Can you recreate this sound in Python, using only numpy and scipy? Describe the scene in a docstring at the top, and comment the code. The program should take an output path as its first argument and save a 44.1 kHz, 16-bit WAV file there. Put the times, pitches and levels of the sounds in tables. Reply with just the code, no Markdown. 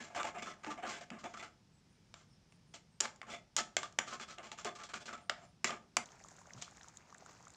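"""A slotted steel spatula scrapes and knocks on a round metal pan of simmering paste in a small kitchen.
Scrapes are gritty noise and knocks are short noise bursts; both drive the pan's modes, a short dull ring
damped by the paste. The burner rumbles as filtered noise and thin whistles, narrow noise, come from outside.
Near the end the scene jumps to a later moment: the spatula rests and the paste bubbles and spits,
made of fizz, hiss and short damped tones."""
import sys
import numpy as np
from scipy import signal
from scipy.io import wavfile
from scipy.ndimage import uniform_filter1d

SR = 44100
rng = np.random.default_rng(int(sys.argv[2]) if len(sys.argv) > 2 else 0)


def int16_out(signal):
    """Quantize to a 16-bit WAV file."""
    q = np.round(np.clip(np.atleast_2d(signal).T, -1, 1) * 32767)
    wavfile.write(sys.argv[1], SR, q.astype(np.int16))


N = 333512  # length in samples
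SPLIT_HZ = 3000  # below is the body of a sound, above is its edge
JUMP_S = 6.043  # when the scene jumps to the later moment


def gain_of(db):
    """Turns dB into a plain gain."""
    return 10 ** (np.asarray(db) / 20)


def evened(x):
    """Scales a sound to rms 1."""
    return x / np.sqrt(np.mean(x ** 2) + 1e-20)


def read(points, hz):
    """Reads a table of (Hz, value) along a log frequency axis."""
    f, value = np.transpose(points)
    return np.interp(np.log(hz + 1), np.log(f + 1), value)


def add(mix, s, sound):
    """Mixes a sound in at time s, cut at the end of the mix."""
    part = mix[..., round(s * SR):][..., :sound.shape[-1]]
    part += sound[..., :part.shape[-1]]


def colour(x, points):
    """Filters with the given spectrum, minimum phase (nothing sounds early), total energy 1."""
    spectrum_db = read(points, abs(np.fft.fftfreq(4096, 1 / SR)))
    log_gain = np.log(gain_of(np.maximum(spectrum_db, -100)))
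    # the Hilbert transform of the log gain gives the minimum phase
    taps = np.fft.ifft(np.exp(np.conj(signal.hilbert(log_gain)))).real[:2048]
    return signal.oaconvolve(x, taps / np.linalg.norm(taps))[:len(x)]


def ring(x, hz, width):
    """One mode with a peak gain of 1; a wider mode (Hz) dies sooner."""
    pole = np.exp((2j * np.pi * hz - np.pi * width) / SR)
    return 2 * signal.lfilter([1 - abs(pole)], [1, -pole], x + 1e-18).real


def drift(per_s):
    """Slow chance: noise averaged twice over 1 / per_s seconds, rms 1."""
    size = max(round(SR / per_s), 1)
    smooth = uniform_filter1d(uniform_filter1d(rng.standard_normal(N), size), size)
    return evened(smooth)


def band(x, side):
    """Body (0) or edge (1) of a sound."""
    return signal.sosfilt(signal.butter(4, SPLIT_HZ, ["low", "high"][side], fs=SR, output="sos"), x)


def grit(per_s, spread_db):
    """Random clicks, a few of them large, rms 1."""
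    size = gain_of(spread_db * np.minimum(rng.exponential(1, N), 5))
    signed = size * rng.choice([-1., 1.], N)
    return evened(signed * (rng.random(N) < per_s / SR))


def pressure():
    """Bite, hold and lift of every stroke, for body and edge, and the pitch that the contact favours."""
    # Each row is one drag of the blade: start in seconds, length in seconds, level in dB, swell in dB by
    # its end, pitch in Hz that the contact favours, brightness in dB of the edge above the body.
    stroke_rows = [(0.0, 0.08, -50.5, -6, 1720, -3.5), (0.097, 0.025, -62.5, 5.5, 720, -8),
                   (0.147, 0.051, -40, -1, 720, -7), (0.192, 0.032, -47, -1.5, 1237, -4.5),
                   (0.238, 0.044, -39.5, -1.5, 674, -8.5), (0.344, 0.029, -43.5, -6.5, 710, -12),
                   (0.379, 0.0072, -44.5, -1.5, 2160, -6), (0.42, 0.017, -41, -7, 2190, -2),
                   (0.458, 0.033, -49.5, 2, 1280, -4), (0.499, 0.019, -49, -4, 2030, -5.5),
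                   (0.541, 0.15, -68.5, -2, 695, -12), (0.631, 0.015, -47, -3.5, 1290, -6.5),
                   (0.661, 0.03, -46, -0.5, 860, -9), (0.7, 0.0099, -43.5, 2, 1260, -6),
                   (0.774, 0.0093, -47.5, -1.5, 704, -9), (0.824, 0.042, -42.5, -1.5, 710, -11),
                   (0.86, 0.058, -48, 3, 1240, -1.5), (0.906, 0.075, -46, -2, 1540, -5.5),
                   (1.007, 0.014, -49.5, -2, 1595, -3.5), (1.113, 0.064, -48, -8.5, 643, -15.5),
                   (1.183, 0.029, -61, -1.5, 1200, 2), (1.233, 0.032, -45, 1, 650, -11),
                   (1.29, 0.036, -56.5, -7, 700, -6), (1.335, 0.0095, -45, -3.5, 1230, -6.5),
                   (1.367, 0.018, -58.5, 2, 1300, -1), (1.392, 0.02, -45, -6.5, 2050, -5.5),
                   (1.423, 0.027, -49, -0.5, 1274, -4.5), (2.143, 0.074, -68, -1.5, 1080, 0),
                   (2.737, 0.021, -52, -5.5, 2230, 1), (3.005, 0.043, -46, 5.5, 840, -4),
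                   (3.226, 0.011, -45.5, -11, 1080, -12), (3.262, 0.031, -62, 12.5, 680, -7),
                   (3.297, 0.051, -48, 1, 2150, -2), (3.567, 0.012, -44, 0, 850, 4),
                   (3.582, 0.015, -34, -6, 1450, 0.5), (3.774, 0.021, -36.5, -10, 2400, -6),
                   (3.815, 0.03, -58.5, 5.5, 1160, 3), (3.985, 0.025, -35.5, -9.5, 1440, -10.5),
                   (4.063, 0.078, -53, 2.5, 1220, 0.5), (4.124, 0.021, -43.5, -4.5, 1023, -11),
                   (4.193, 0.03, -51.5, 3.5, 1420, -2), (4.276, 0.054, -54.5, 1, 1300, -0.5),
                   (4.378, 0.028, -46.5, -5.5, 700, -19), (4.426, 0.048, -52, 1.5, 795, -5.5),
                   (4.513, 0.013, -50, -0.5, 2346, -3.5), (4.574, 0.034, -59, 5.5, 1340, 0.5),
                   (4.645, 0.028, -39, -3.5, 1080, -5), (4.75, 0.01, -55.5, -3.5, 1150, 5.5),
                   (4.784, 0.031, -54, -1.5, 1180, -2.5), (4.833, 0.021, -55, -5.5, 1180, 5),
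                   (4.886, 0.016, -55, 1.5, 1280, -1), (4.934, 0.028, -40, -7.5, 1323, -2.5),
                   (5, 0.022, -58, 1, 905, -1), (5.054, 0.01, -50.5, -2.5, 2250, 1.5),
                   (5.077, 0.013, -47.5, 2.5, 1380, -7.5), (5.125, 0.03, -47, -8, 1230, -3),
                   (5.293, 0.024, -44.5, -3.5, 2220, -11.5), (5.171, 0.056, -58, -7.5, 664, -6),
                   (5.374, 0.075, -65.5, 3, 670, -7), (5.643, 0.043, -34.5, -7, 1920, -4),
                   (5.692, 0.062, -38.5, -9.5, 920, -11), (5.971, 0.03, -37, -9.5, 2080, -12),
                   (6.575, 0.019, -62.5, -0.5, 900, 4.5), (6.613, 0.019, -54, -6, 1050, 9.5),
                   (6.652, 0.039, -66, -4, 890, 7)]
    bite_s, lift_db_per_s = 0.0051, 428.5  # the blade bites quickly and lifts off at a steady rate
    slide_s = 0.009  # the favoured pitch slides, rather than steps, to its next value
    t, power, near_hz = np.arange(SR // 2) / SR, np.zeros((2, N)), np.ones(N)
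    for s, length, db, swell_db, hz, bright_db in stroke_rows:
        held = np.minimum(t / max(length, .005), 1)
        level_db = db + swell_db * held - lift_db_per_s * np.maximum(t - length, 0)
        level_db -= 100 * ((s < JUMP_S) & (s + t > JUMP_S))  # the jump cuts the stroke off
        bite = np.minimum(t / bite_s, 1)
        add(power, s, (bite * gain_of(level_db + [[0], [bright_db]])) ** 2)
        near_hz[round(s * SR):] = hz  # of the strokes begun so far, the last one listed sets the pitch
    return np.sqrt(power), uniform_filter1d(near_hz, max(round(slide_s * SR), 1))


def pan_part(x, modes, wash, wash_db, side):
    """Modes plus broad ring of the body or the edge; little of the modes carries above the top one."""
    lines = sum(ring(x * gain_of(db), hz, width) for hz, width, db in modes)
    lines = signal.sosfilt(signal.butter(6, 8200, fs=SR, output="sos"), lines)
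    return lines + gain_of(wash_db) * band(colour(x, wash), side)


def pan(drive, near_hz, wash, wash_db, favour_db, reach, tilt_db, wander_db, damping, unit):
    """The pan's modes over a broad ring, body and edge each scaled to rms 1 for the drive called unit."""
    # Each row is one mode of the pan: pitch in Hz, relative level in dB.
    pan_modes = [(235, -0.5), (390, -8.5), (600, -8), (700, 1.5), (850, -4), (1080, -6.5), (1190, -2),
                 (1300, -6.5), (1420, -13), (1540, -10), (1660, -11), (1980, -9.5), (2090, -10.5),
                 (2260, -15), (2410, -28), (2600, -18), (2800, -21), (3490, -19), (4450, -32), (5300, -35),
                 (5900, -38), (6300, -33.5), (6850, -27.5), (7400, -25)]
    lifts = []
    for hz, _ in pan_modes:
        # the point of contact lifts the modes near one pitch
        nearness = np.exp(-.5 * (np.log(hz / near_hz) / reach) ** 2)
        # as it travels, each mode also swells by chance
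        chance_db = wander_db * drift(22.)
        lifts.append(favour_db * nearness + chance_db + tilt_db * np.log2(min(hz, SPLIT_HZ) / 1000))
    out = np.zeros(N)
    for side in range(2):
        # the paste damps high modes faster: width in Hz grows with pitch
        modes = [(hz, (25 + .02 * hz) * damping, db + lift)
                 for (hz, db), lift in zip(pan_modes, lifts) if (hz > SPLIT_HZ) == side]
        sound = pan_part(drive[side], modes, wash, wash_db[side], side)
        norm = pan_part(unit, modes, wash, wash_db[side], side)
        out += sound / np.sqrt(np.mean(norm ** 2))
    return out


def scrape():
    """Stick-slip grit under the blade, pressed by each stroke into the pan."""
    # The dense ring between the modes. Each row: frequency in Hz, relative level in dB per Hz.
    rasp_spectrum = [(60, -26), (150, -9), (300, 4), (700, 3), (2200, -3.5), (5000, -9), (7600, -10.5),
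                     (8800, -21), (11000, -50.5), (15400, -44.5), (15700, -48)]
    press, near_hz = pressure()
    rub = evened(grit(2600., 2.8) + .75 * rng.standard_normal(N))
    rub = rub * gain_of(1.5 * drift(160.))  # the level flutters
    return pan(press * rub, near_hz, rasp_spectrum, wash_db=[-21, -22], favour_db=11.5, reach=.08,
               tilt_db=1., wander_db=4., damping=1., unit=rub)


def air():
    """Burner rumble and kitchen hush as filtered noise, with far whistles of narrow noise."""
    # Burner and kitchen. Each row: frequency in Hz, relative level in dB per Hz.
    hush_spectrum = [(12, -37), (20, -28.5), (42, -4.5), (170, 2.5), (296, -10), (663, -18.5), (851, -17),
                     (1160, -20.5), (3920, -24), (4260, -24.5), (5320, -20.5), (9280, -35), (15300, -53)]
    # Thin high whistles, perhaps a far bird. Each row: start in seconds, pitch in Hz, level in dB.
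    whistle_rows = [(0.578, 9050, -88), (1.721, 7860, -82), (1.885, 9000, -87), (2.27, 8900, -88),
                    (2.29, 5300, -77), (2.49, 9000, -84.5), (2.66, 9100, -85), (2.9, 8360, -85),
                    (5.2, 8850, -81), (5.43, 9300, -86), (5.44, 5120, -85.5)]
    hush = evened(colour(rng.standard_normal(N), hush_spectrum))
    out = gain_of(-67.5) * hush * gain_of(0.45 * drift(3.4))
    for s, hz, db in whistle_rows:
        hiss = rng.standard_normal(4200)
        fuzzy = evened(ring(ring(hiss, hz, 430.0), hz, 400.))
        add(out, s, gain_of(db) * fuzzy * signal.windows.tukey(len(hiss), .5))
    return out


def knocks():
    """Each knock is a few milliseconds of chatter that cracks and rings the pan."""
    # Each row is one knock of the spatula: start in seconds, relative strength in dB of the body,
    # brightness in dB of the edge above it, pitch in Hz that the contact favours.
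    knock_rows = [(0.149, -39, -19, 796), (0.231, -31.5, -8, 692), (0.646, -37, -12.5, 820),
                  (1.103, -39, -8, 1320), (1.241, -52, 4, 673), (2.141, -43, -4.5, 2370),
                  (2.523, -57.5, -3, 1320), (3.004, -34.5, 9, 1800), (3.007, -33.5, 12, 675),
                  (3.055, -32.5, -8, 727), (3.16, -61, 5.5, 1090), (3.216, -41, -10, 2090),
                  (3.565, -26.5, 8, 1480), (3.588, -30, -1, 1140), (3.767, -19.5, -3, 2350),
                  (3.831, -32.5, -8, 1163), (3.925, -60.5, 5, 1294), (3.988, -20, -2, 1463),
                  (4.137, -52, 4, 990), (4.199, -43.5, -17, 1200), (4.384, -43.5, -5.5, 814),
                  (4.517, -40, -2.5, 1215), (4.587, -43.5, -3.5, 1180), (4.647, -48.5, 14, 1173),
                  (4.9403, -34, -10, 1300), (5.2965, -19.5, -10.5, 2260), (5.644, -23.5, -2, 1930),
                  (5.706, -30.5, -17, 1346), (5.968, -19.5, 1.5, 1081), (6.623, -43.5, 6, 955)]
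    # The broad crack. Each row: frequency in Hz, relative level in dB per Hz.
    crack_spectrum = [(88, -33), (150, -22), (391, -35), (612, -11), (1170, -1.5), (3490, 8), (4160, 3.5),
                      (7180, 15), (8560, 0.5), (15100, -34.5), (16000, -61)]
    t, drive, near_hz = np.arange(600) / SR, np.zeros((2, N)), np.ones(N)
    chatter = rng.standard_normal((len(knock_rows), len(t)))
    chatter = chatter * gain_of(-60 * t / 0.017) * np.minimum(t / 0.000099, 1)
    chatter[:, round(.0004 * SR)] += 4.  # the first clean contact
    for (s, db, bright_db, hz), burst in zip(knock_rows, chatter):
        add(drive, s, gain_of([[db], [db + bright_db]]) * burst / np.linalg.norm(burst))
        near_hz[round(s * SR):] = hz
    rung = pan(drive, near_hz, crack_spectrum, wash_db=[-8, -12], favour_db=11.0, reach=0.047,
               tilt_db=3.5, wander_db=3.5, damping=4.7, unit=rng.standard_normal(N))
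    # a quick blow hardly moves the lowest modes
    return gain_of(17.) * signal.lfilter(*signal.butter(2, 500, "high", fs=SR), rung)


def thuds():
    """The pan rocks on its stand and booms: a short shudder in one low mode."""
    # Each row: start in seconds, peak in dB, pitch in Hz.
    thud_rows = [(0.67, -43, 257), (1.109, -43, 232), (1.239, -50, 259), (4.649, -39, 381),
                 (5.697, -57, 430), (6.543, -51, 141)]
    out, t = np.zeros(N), np.arange(5000) / SR
    shudder = rng.standard_normal((len(thud_rows), len(t)))
    shudder = shudder * np.minimum(t / .006, 1) * gain_of(-60 * t / .2)
    for (s, db, hz), shake in zip(thud_rows, shudder):
        boom = ring(ring(shake, hz, 85.0), hz, 85.0)
        add(out, s, gain_of(db) * boom / abs(boom).max())
    return out


def blip(hz, cycles, glide):
    """A short damped tone whose envelope peaks at 1; its pitch rises if glide is above 0."""
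    u = np.arange(round(3 * cycles * SR / hz)) * hz / SR / cycles
    envelope = np.e * 3 * u * np.exp(-3 * u)
    return envelope * np.sin(2 * np.pi * cycles * u * (1 + glide * u))


def simmer():
    """Fine fizz, sizzling hiss, a crowd of small bubbles and ticks, and the large ones that stand out."""
    # The fizz. Each row: frequency in Hz, relative level in dB per Hz.
    fizz_spectrum = [(120, -49), (200, 8.5), (422, 8.5), (677, 4.5), (1230, 8.5), (3070, -6), (6590, 2),
                     (7480, -6.5), (9830, -41), (15400, -20), (15700, -54)]
    # The fat sizzles in gusts. Each row: time in seconds, level in dB of the treble hiss.
    sizzle_gusts = [(6.05, -78), (6.138, -74), (6.188, -77), (6.322, -70), (6.772, -79), (6.916, -76),
                    (7.214, -82), (7.496, -77), (7.56, -80)]
    # Fat spitting, bright ticks. Each row: start in seconds, peak in dB, centre in Hz.
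    spit_rows = [(6.058, -42, 6450), (6.119, -46.5, 6040), (6.2396, -44, 6150), (6.2857, -42.5, 6900),
                 (6.535, -39, 5900), (6.195, -56, 5760), (6.314, -48, 6400), (6.366, -49, 6900),
                 (6.39, -49, 6500), (6.47, -49.5, 6200), (6.711, -50, 7000), (7.103, -54, 6040),
                 (7.126, -53, 5800), (7.311, -51, 6900), (7.427, -51.5, 6500), (6.062, -54, 4060),
                 (7.546, -52, 4250), (6.771, -45.5, 6800), (6.832, -44.5, 5940), (6.8843, -42, 6600),
                 (6.9716, -37.5, 6800), (7.1453, -46, 6750), (7.1823, -46.5, 7300), (7.2616, -46, 6950),
                 (7.4525, -48, 6080), (7.4814, -46, 6900), (7.504, -46.5, 6900), (7.5383, -49, 7150)]
    # Bubbles bursting in the paste. Each row: start in seconds, peak in dB, starting pitch in Hz.
    bubble_rows = [(6.212, -53, 660), (6.247, -47.5, 1074), (6.384, -54, 1300), (6.415, -50.5, 880),
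                   (6.457, -53, 1250), (6.507, -43.5, 1760), (6.576, -47, 1150), (6.679, -45.5, 1150),
                   (6.781, -51, 1580), (6.81, -48.5, 1600), (6.844, -49.5, 1180), (6.813, -48, 3380),
                   (6.089, -52, 2780), (7.126, -45.5, 1030), (7.148, -46.5, 1630), (7.223, -49, 690),
                   (7.262, -45.5, 1250), (7.47, -46, 1160)]
    sizzle_hz, sizzle_width_hz = 6900, 1400

    fizz = evened(colour(grit(3000., 4.5) + .8 * rng.standard_normal(N), fizz_spectrum))
    fizz = fizz * gain_of(2.2 * drift(25.))
    small = sum(signal.oaconvolve(grit(70., 3.2), evened(blip(hz, 2.5, .1)))[:N]
                for hz in np.geomspace(600, 2200, 10))
    ticks = sum(signal.oaconvolve(grit(35., 3.5), evened(blip(hz, 4.5, 0)))[:N]
                for hz in np.geomspace(5000, 7800, 8))
    out = gain_of(-68.5) * fizz + gain_of(-68) * evened(small)
    out += gain_of(-77.5 + 6.1 * drift(10.0)) * evened(ticks)

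    hiss = ring(grit(6000., 4.5), sizzle_hz, sizzle_width_hz)
    hiss = evened(ring(hiss, sizzle_hz, sizzle_width_hz))
    gust_db = np.interp(np.arange(N) / SR, *np.transpose(sizzle_gusts))
    out += hiss * gain_of(gust_db + 3.5 * drift(49.0))

    for s, db, hz in spit_rows:
        add(out, s, gain_of(db) * blip(hz, 5.1, 0))
        add(out, s + .002, gain_of(db - 7.0) * blip(1.07 * hz, 6., 0))  # the droplet lands
        add(out, s, gain_of(db - 11.5) * blip(0.56 * hz, 3.5, 0))  # the broad snap under the tick
    for s, db, hz in bubble_rows:
        add(out, s, gain_of(db) * blip(hz, 3., .08))
    return out


def kitchen(x):
    """The room's echo: sparse taps of random sign, each band dying at its own speed."""
    # Each row: frequency in Hz, time in seconds to die by 60 dB.
    decay_times = [(200, 0.72), (700, 0.41), (2000, 0.27), (6000, 0.26), (12000, 0.2)]
    taps = np.zeros(SR // 2)
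    at = np.arange(130, len(taps) - 20, 20)
    taps[at + rng.integers(0, 20, len(at))] = rng.choice([-1., 1.], len(at))
    hz, t, z = signal.stft(taps, SR, nperseg=256)
    fade = gain_of(-60 * t / read(decay_times, hz)[:, None])
    tail = signal.istft(z * fade, SR, nperseg=256)[1]
    return signal.fftconvolve(x, tail / np.linalg.norm(tail))[:N]


def scene():
    """Stirring until the jump, simmering and a few last touches after it, over the same kitchen air."""
    later = np.clip((np.arange(N) / SR - JUMP_S) / 0.0031, 0, 1)  # 0 before the jump, 1 after
    rub = scrape()
    hits = knocks() + thuds()
    before = (rub + hits) * (later == 0)
    after = (rub + hits) * (later > 0) + simmer() * later
    stirring = before + gain_of(-12.5) * kitchen(before)
    simmering = after + gain_of(-18.5) * kitchen(after)
    return (stirring * (1 - later) + simmering + air())[None]


def record(dry):
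    """The band limit: a steep low-pass at 16400 Hz."""
    taps = signal.firwin(511, 16400, window=("kaiser", 9), fs=SR)
    return signal.oaconvolve(dry, taps[None], "same")


dry = scene()
out = record(dry)
int16_out(out)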